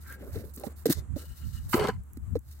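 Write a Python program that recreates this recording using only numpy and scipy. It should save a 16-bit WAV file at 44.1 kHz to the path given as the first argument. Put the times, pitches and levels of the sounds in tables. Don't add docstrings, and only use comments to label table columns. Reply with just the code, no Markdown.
import sys
import numpy as np
from scipy import signal
from scipy.fft import rfft, irfft
from scipy.io import wavfile

SR = 44100
rng = np.random.default_rng(int(sys.argv[2]) if len(sys.argv) > 2 else 0)


def volts_from_db(level):
    exponent = np.asarray(level, float) / 20
    return 10 ** exponent


def dump(signal):
    limited = np.clip(np.atleast_2d(signal).T, -1, 1)
    pcm = np.round(limited * 32767).astype(np.int16)
    wavfile.write(sys.argv[1], SR, pcm)


N = 114660

# pitch_hz, width_hz, level_db
BLADE_MODES = [(776, 69, 6.5), (1001, 62, 10), (1325, 120, 6), (1617, 134, 4), (2080, 200, -2.5),
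               (2983, 170, -5), (4410, 123, -7.5), (6300, 230, -47), (8210, 480, -17.5)]


def rms_one(x):
    return x / np.sqrt(np.mean(x ** 2) + 1e-20)


def level_curve(rows):
    s, db = np.transpose(rows)
    return np.interp(np.arange(N) / SR, s, db, -120, -120)


def pan(x, db):
    return np.array([x * volts_from_db(db / 2), x * volts_from_db(-db / 2)])


def late(x):
    lag_s = 0.00014
    return np.array([x[0], np.roll(x[1], round(lag_s * SR))])


def add(out, s, x):
    i = int(s * SR)
    out[:, i:i + x.shape[1]] += x[:, :N - i]


def drift(rate):
    hop = 40
    r = np.exp(-2 * np.pi * rate * hop / SR)
    noise = rng.standard_normal(N // hop + 2002)
    slow = signal.lfilter([1], [1, -2 * r, r * r], noise)[2000:]
    return np.interp(np.arange(N) / hop, np.arange(len(slow)), rms_one(slow))


def resonate(x, hz, width_hz):
    r = np.exp(-np.pi * width_hz / SR)
    top = [(1 - r * r) / 2, 0, (r * r - 1) / 2]
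    return signal.lfilter(top, [1, -2 * r * np.cos(2 * np.pi * hz / SR), r * r], x + 1e-18)


def colour(x, points):
    hz, db = np.transpose(points)
    f = np.fft.rfftfreq(N, 1 / SR) + 1
    gain = volts_from_db(np.interp(np.log(f), np.log(hz), db, -80, -80))
    return rms_one(irfft(rfft(x) * gain, N))


def grains(per_s, spread_db):
    chance, size, sign = rng.random((3, N))
    strength = volts_from_db(spread_db * np.minimum(-np.log(size + 1e-9), 4))
    return rms_one((chance < per_s / SR) * strength * np.sign(sign - 0.5))


def wind():
    # start_s (at the peak), level_db, left_minus_right_db
    puffs = [(0.367, -37.5, -1), (.47, -48, 3), (1.004, -41.5, -17), (1.124, -42, -16), (1.303, -46, 7),
             (1.463, -36, -8.5), (1.586, -38, -17), (1.672, -37, 7.5), (1.778, -37, -12.5),
             (1.919, -44, 13), (1.981, -32.5, -3.5), (2.21, -44.5, 10.5), (2.334, -33.5, 13)]
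    # pitch_hz, level_db (per Hz)
    rumble_spectrum = [(30, -7), (50, -2), (80, 3), (130, -5), (200, -14.5), (400, -40)]
    puff_s, breeze_db = 0.042, -54.5
    lump_db, lumps_per_s = 3.5, 11.8
    t = np.arange(N) / SR
    blow = volts_from_db(breeze_db)
    for s, db, side_db in puffs:
        blow = blow + pan(volts_from_db(db) * np.exp(-((t - s) / puff_s) ** 2), side_db)
    ports = []
    for _ in range(2):
        rumble = colour(rng.standard_normal(N), rumble_spectrum)
        ports.append(rumble * volts_from_db(lump_db * drift(lumps_per_s)))
    return np.array(ports) * blow


def hum():
    hz, width_hz, wander_hz = 71.3, 14, 2.996
    band_db, side_db, tone_db = -54, -17, -48
    bands = []
    for noise in rng.standard_normal((2, N + SR)):
        narrow = resonate(resonate(noise, hz, width_hz), hz, 3 * width_hz)
        bands.append(rms_one(narrow[-N:]))
    mid, side = bands
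    band = volts_from_db(band_db) * (mid + volts_from_db(side_db) * side * [[1], [-1]])
    phase = 2 * np.pi * np.cumsum(hz + wander_hz * drift(3.07)) / SR
    return band + np.sqrt(2) * volts_from_db(tone_db) * np.sin(phase)


def field():
    # pitch_hz, level_db (per Hz)
    field_spectrum = [(120, -18.5), (200, -7.5), (550, -22.5), (1300, -21), (2500, -34.5), (5300, -45.5),
                      (7500, -28), (16000, -47)]
    level_db, alike = -65, 0.1
    mid, side = colour(rng.standard_normal((2, N)), field_spectrum)
    wide = mid + np.sqrt((1 - alike) / (1 + alike)) * side * [[1], [-1]]
    return volts_from_db(level_db + 2.64 * drift(5)) * wide


def swishes():
    # start_s, length_s, level_db, left_minus_right_db, treble_db
    brushes = [(.0, 0.058, -62, -0.5, 6), (0.063, 0.085, -56.5, 0, 6.5), (0.186, 0.19, -66, -3.5, 7.5),
               (0.318, 0.099, -59.5, -10, 2.5), (0.433, 0.075, -72.5, -22, 6),
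               (0.535, 0.03, -68, 5.5, 24.5), (0.572, 0.051, -56.5, 2.5, 6.5), (0.638, 0.044, -54, -5, 6.5),
               (0.697, 0.029, -66, -1, 7.5), (0.754, 0.07, -62, -9.5, 6), (0.855, 0.014, -31.5, -4, 3.5),
               (0.873, 0.018, -47.5, 9, -6), (0.895, 0.033, -31, -1.5, 4.5), (0.924, 0.067, -48.5, 2, -19),
               (1.157, 0.068, -50, -0.5, 3), (1.215, 0.2, -63, 4, 6), (1.36, 0.51, -62.5, 3, 3),
               (1.523, 0.064, -62.5, 2, 0), (1.68, 0.097, -55, -12, 8.5), (1.714, 0.057, -46, -4, 5.5),
               (1.783, 0.11, -50.5, -3, -27), (2.007, 0.49, -95, -17, 17.5),
               (2.396, 0.66, -64.5, -1.5, 3.5)]
    # pitch_hz, level_db (per Hz)
    grass_spectrum = [(700, -30), (1000, -12.5), (1700, -5), (3000, -8.5), (3700, -1), (10500, -7),
                      (12000, -2.5), (16000, -8.5)]
    # pitch_hz, width_hz, level_db
    dips = [(2380, 200, -14), (3350, 200, -14)]
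    attack, release = 0.19, 0.14
    sag_db, flutter_db, treble_side_db = 4, 2, -11
    a, b = colour([grains(5000, 4.05) for _ in range(2)], grass_spectrum)
    stream = late(np.array([a + 1.02 * b, a - 0.48 * b]))
    for hz, width_hz, db in dips:
        stream = stream - (1 - volts_from_db(db)) * resonate(stream, hz, 2 * width_hz)
    sos = signal.butter(2, 9000, "high", fs=SR, output="sos")
    treble = signal.sosfilt(sos, stream) * volts_from_db([[treble_side_db / 2], [-treble_side_db / 2]])
    t, full, extra = np.arange(N) / SR, 0, 0
    for s, length, db, side_db, treble_db in brushes:
        u = (t - s) / max(length, 0.003)
        rise = np.clip(u / attack, 0, 1)
        fall = np.exp(-np.clip(u - 1, 0, 50) / release)
        shape = pan(volts_from_db(db - sag_db * np.clip(u, 0, 1)) * rise * fall, side_db)
        full = full + shape
        extra = extra + shape * (volts_from_db(treble_db) - 1)
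    return (full * stream + extra * treble) * volts_from_db(flutter_db * drift(19.3))


def stroke(press_db, modes, per_s, between_db, own=0.99):
    spread_db, patch_db = 2.5, 2.5
    press, out = volts_from_db(press_db), []
    shared = grains(per_s, spread_db)
    patches = [patch_db * drift(24.5) for _ in modes]
    for _ in range(2):
        grit = (shared + own * grains(per_s, spread_db)) * press
        rings = 0
        for k, ((hz, width_hz, db), patch) in enumerate(zip(modes, patches)):
            rings = rings + (-1) ** k * volts_from_db(db + patch) * resonate(grit, hz, width_hz)
        between = resonate(resonate(grit, 1370, 830), 1500, 1660)
        out.append(rings + volts_from_db(between_db) * between)
    return np.array(out) * np.sqrt(np.mean(press ** 2) / np.mean(np.square(out)))


def scraper():
    # start_s, level_db
    lift = [(.02, -67), (.07, -54.5), (.125, -46), (.16, -61), (.25, -76)]
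    bite = [(.9, -70), (.908, -42), (.922, -43.5), (.94, -64), (.97, -64), (.985, -60), (1.0, -64.5),
            (1.04, -88), (1.06, -98)]
    slide = [(1.175, -67), (1.19, -54), (1.22, -58), (1.27, -64), (1.31, -60), (1.36, -71), (1.43, -59.5),
             (1.5, -71.5), (1.565, -56), (1.66, -84)]
    drag = [(1.729, -29), (1.734, -22), (1.755, -34.5), (1.8, -34.5), (1.85, -30.5), (1.87, -40.5),
            (1.895, -29), (1.912, -49), (1.97, -68.5)]
    shake = [(1.74, -34), (1.77, -30), (1.8, -32), (1.815, -29.5), (1.84, -25), (1.853, -32), (1.868, -35),
             (1.893, -25), (1.915, -47)]
    # pitch_hz, width_hz, level_db
    lift_modes = [(1367, 74, 0), (1579, 40, 5.5), (1840, 260, -5.5), (2350, 140, -19)]
    bite_modes = [(1556, 26, -4), (2023, 37, -0.5), (3594, 110, 0.5), (4370, 200, -5)]
    slide_modes = [(1350, 78, 10.5), (1630, 32, 9.5), (1815, 32, 9.5), (2910, 73, 12), (4140, 200, 2.5),
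                   (4450, 100, -6), (7140, 170, 1), (8500, 200, 5.5)]
    judder_modes = [(117, 43, -2), (217, 39, -4.5), (337, 150, -7), (440, 76, 5.5)]
    grit_per_s, coarse_per_s, slips_per_s = 1800, 1500, 600
    return (stroke(level_curve(lift), lift_modes, grit_per_s, -22)
            + stroke(level_curve(bite), bite_modes, grit_per_s, -31)
            + stroke(level_curve(slide), slide_modes, grit_per_s, -30)
            + stroke(level_curve(drag), BLADE_MODES, coarse_per_s, -18)
            + stroke(level_curve(shake), judder_modes, slips_per_s, -40, own=0.45))


def sing():
    # start_s, level_db
    sing_curve = [(.05, -82), (.1, -58), (.12, -53), (.13, -55), (.142, -47.5), (.17, -68), (.2, -73)]
    hz, rise_hz_per_s = 1616, 270
    t = np.arange(N) / SR - sing_curve[2][0]
    tone = np.sin(2 * np.pi * (hz * t + rise_hz_per_s * t ** 2 / 2))
    return pan(np.sqrt(2) * volts_from_db(level_curve(sing_curve)) * tone, 0.1)


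def tumble():
    # start_s, level_db
    falls = [
        [(.1, -63.5), (.18, -57.5), (.23, -45.5), (.33, -55), (.365, -41), (.5, -64), (.54, -100)],
        [(.57, -54.5), (.6, -53.5), (.675, -46), (.7, -56), (.75, -66)],
        [(.87, -63), (.885, -37.5), (.91, -35), (.95, -58.5), (.99, -55.5), (1.06, -72.5)],
        [(1.17, -52.5), (1.24, -59), (1.27, -80)],
    ]
    # pitch_hz, width_hz, level_db
    tray_modes = [(215, 106, -0.5), (437, 192, 1), (605, 260, -8.5)]
    loudest_db = np.max([level_curve(rows) for rows in falls], axis=0)
    return late(stroke(loudest_db, tray_modes, 1600, -20, own=0.45))


def ticks():
    # start_s, level_db (peak)
    snaps = [(0.125, -48.5), (0.563, -47.5), (.598, -49.5), (0.612, -57), (2.036, -63), (2.1335, -54.5),
             (2.1726, -56.5), (2.36, -55), (2.391, -57.5)]
    out, t = np.zeros((2, N)), np.arange(SR // 50) / SR
    sos = signal.butter(6, 6900, "high", fs=SR, output="sos")
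    for s, db in snaps:
        burst = rng.standard_normal(len(t)) * np.exp(-t / 0.0016)
        add(out, s, pan(volts_from_db(db + 11) * signal.sosfilt(sos, burst), -8))
    return out


def thuds():
    # start_s, level_db (peak), pitch_hz, crack_db, left_minus_right_db
    knocks = [(0.359, -30, 440, -17.5, -4), (0.439, -39, 420, -20, -4), (.575, -38, 239, -10, -3),
              (0.636, -33, 575, -22.5, -14.5), (0.667, -33.5, 217, -16.5, -18.5),
              (.857, -13.5, 451, -20.5, -4.5), (0.866, -19, 283, -39, -1), (.899, -12, 310, -27.5, -0.5),
              (1.161, -29.5, 260, -25, -8.5), (1.741, -12, 241, -11.5, 0), (2.171, -34, 236, -20, -3.5),
              (2.355, -19, 471, -27, -6),
              (.882, -30, 446, -26, -10), (0.89, -18, 282, -37, 0), (1.745, -14, 337, -22, 0),
                (1.812, -23.5, 426, -35, -12), (1.849, -15.5, 412, -36, 0), (1.886, -18, 454, -15, 2),
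                (2.367, -29.5, 294, -20, 0.5), (1.164, -32.5, 562, -38, -6), (.637, -34, 800, -12, -9.5),
                (0.37, -50, 640, -20, -13), (1.8, -39.5, 438, -25, -6.5)]
    # multiple_of_pitch, level_db
    body_parts = [(0.55, 0.5), (1.0, 3), (1.6, -11.5), (2.7, -42)]
    # pitch_hz, width_hz, level_db
    wall_modes = [(1900, 500, 2), (3900, 500, 0), (1400, 400, -2)]
    t60_s, push_s, roughness = 0.025, 0.0018, 2.16
    crack_hz, crack_s = 2830, 0.0046
    width = np.log(1000) / np.pi / t60_s
    out, t = np.zeros((2, N)), np.arange(SR // 8) / SR
    for s, db, hz, crack_db, side_db in knocks:
        rough, hiss = rng.standard_normal((2, len(t)))
        push = (np.cos(2 * np.pi * hz * t) + roughness * rough) * t / push_s * np.exp(-t / push_s)
        body = sum(volts_from_db(d) * resonate(push, hz * m, width * m) for m, d in body_parts)
        body = signal.sosfilt(signal.butter(2, 1.37 * hz, fs=SR, output="sos"), body)
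        burst = hiss * np.exp(-t / crack_s)
        crack = 0.4 * resonate(burst, crack_hz, 3.6 * crack_hz)
        crack = crack + sum(volts_from_db(d + 8) * resonate(burst, f, w) for f, w, d in wall_modes)
        thud = body / abs(body).max() + volts_from_db(crack_db) * crack
        add(out, s - 0.001, pan(volts_from_db(db - 1) * thud, side_db))
    return late(out)


def catches():
    # start_s, level_db, left_minus_right_db
    rim_hits = [(1.7338, -25.5, -1), (1.7455, -33, 4), (1.7767, -30, 5), (1.7967, -31, 22),
                (1.8301, -36, 8), (1.842, -36, 18), (1.858, -33, 8), (1.872, -29, 17.5), (1.885, -30, 0),
                (1.8915, -34.5, 17)]
    burst_s, dry_db = 0.0017, -19
    out, t = np.zeros((2, N)), np.arange(SR // 16) / SR
    for s, db, side_db in rim_hits:
        burst = rng.standard_normal(len(t)) * np.exp(-t / burst_s)
        rings = 0
        for hz, width_hz, mode_db in BLADE_MODES:
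            own_db = 3.8 * rng.standard_normal()
            rings = rings + volts_from_db(mode_db + own_db) * resonate(burst, hz, 2 * width_hz)
        rings = rings / abs(rings).max() + volts_from_db(dry_db) * resonate(burst, 3500, 3900)
        add(out, s, pan(volts_from_db(db) * rings, side_db))
    return out


def scene():
    air = wind() + hum() + field()
    return air + swishes() + scraper() + sing() + tumble() + ticks() + thuds() + catches()


def top_cut(x):
    return signal.sosfilt(signal.butter(12, 16640, fs=SR, output="sos"), x)


def record(dry):
    bass_cut = signal.butter(3, 38, "high", fs=SR, output="sos")
    mix = signal.sosfilt(bass_cut, dry)
    return top_cut(mix)


dry = scene()
out = record(dry)
dump(out)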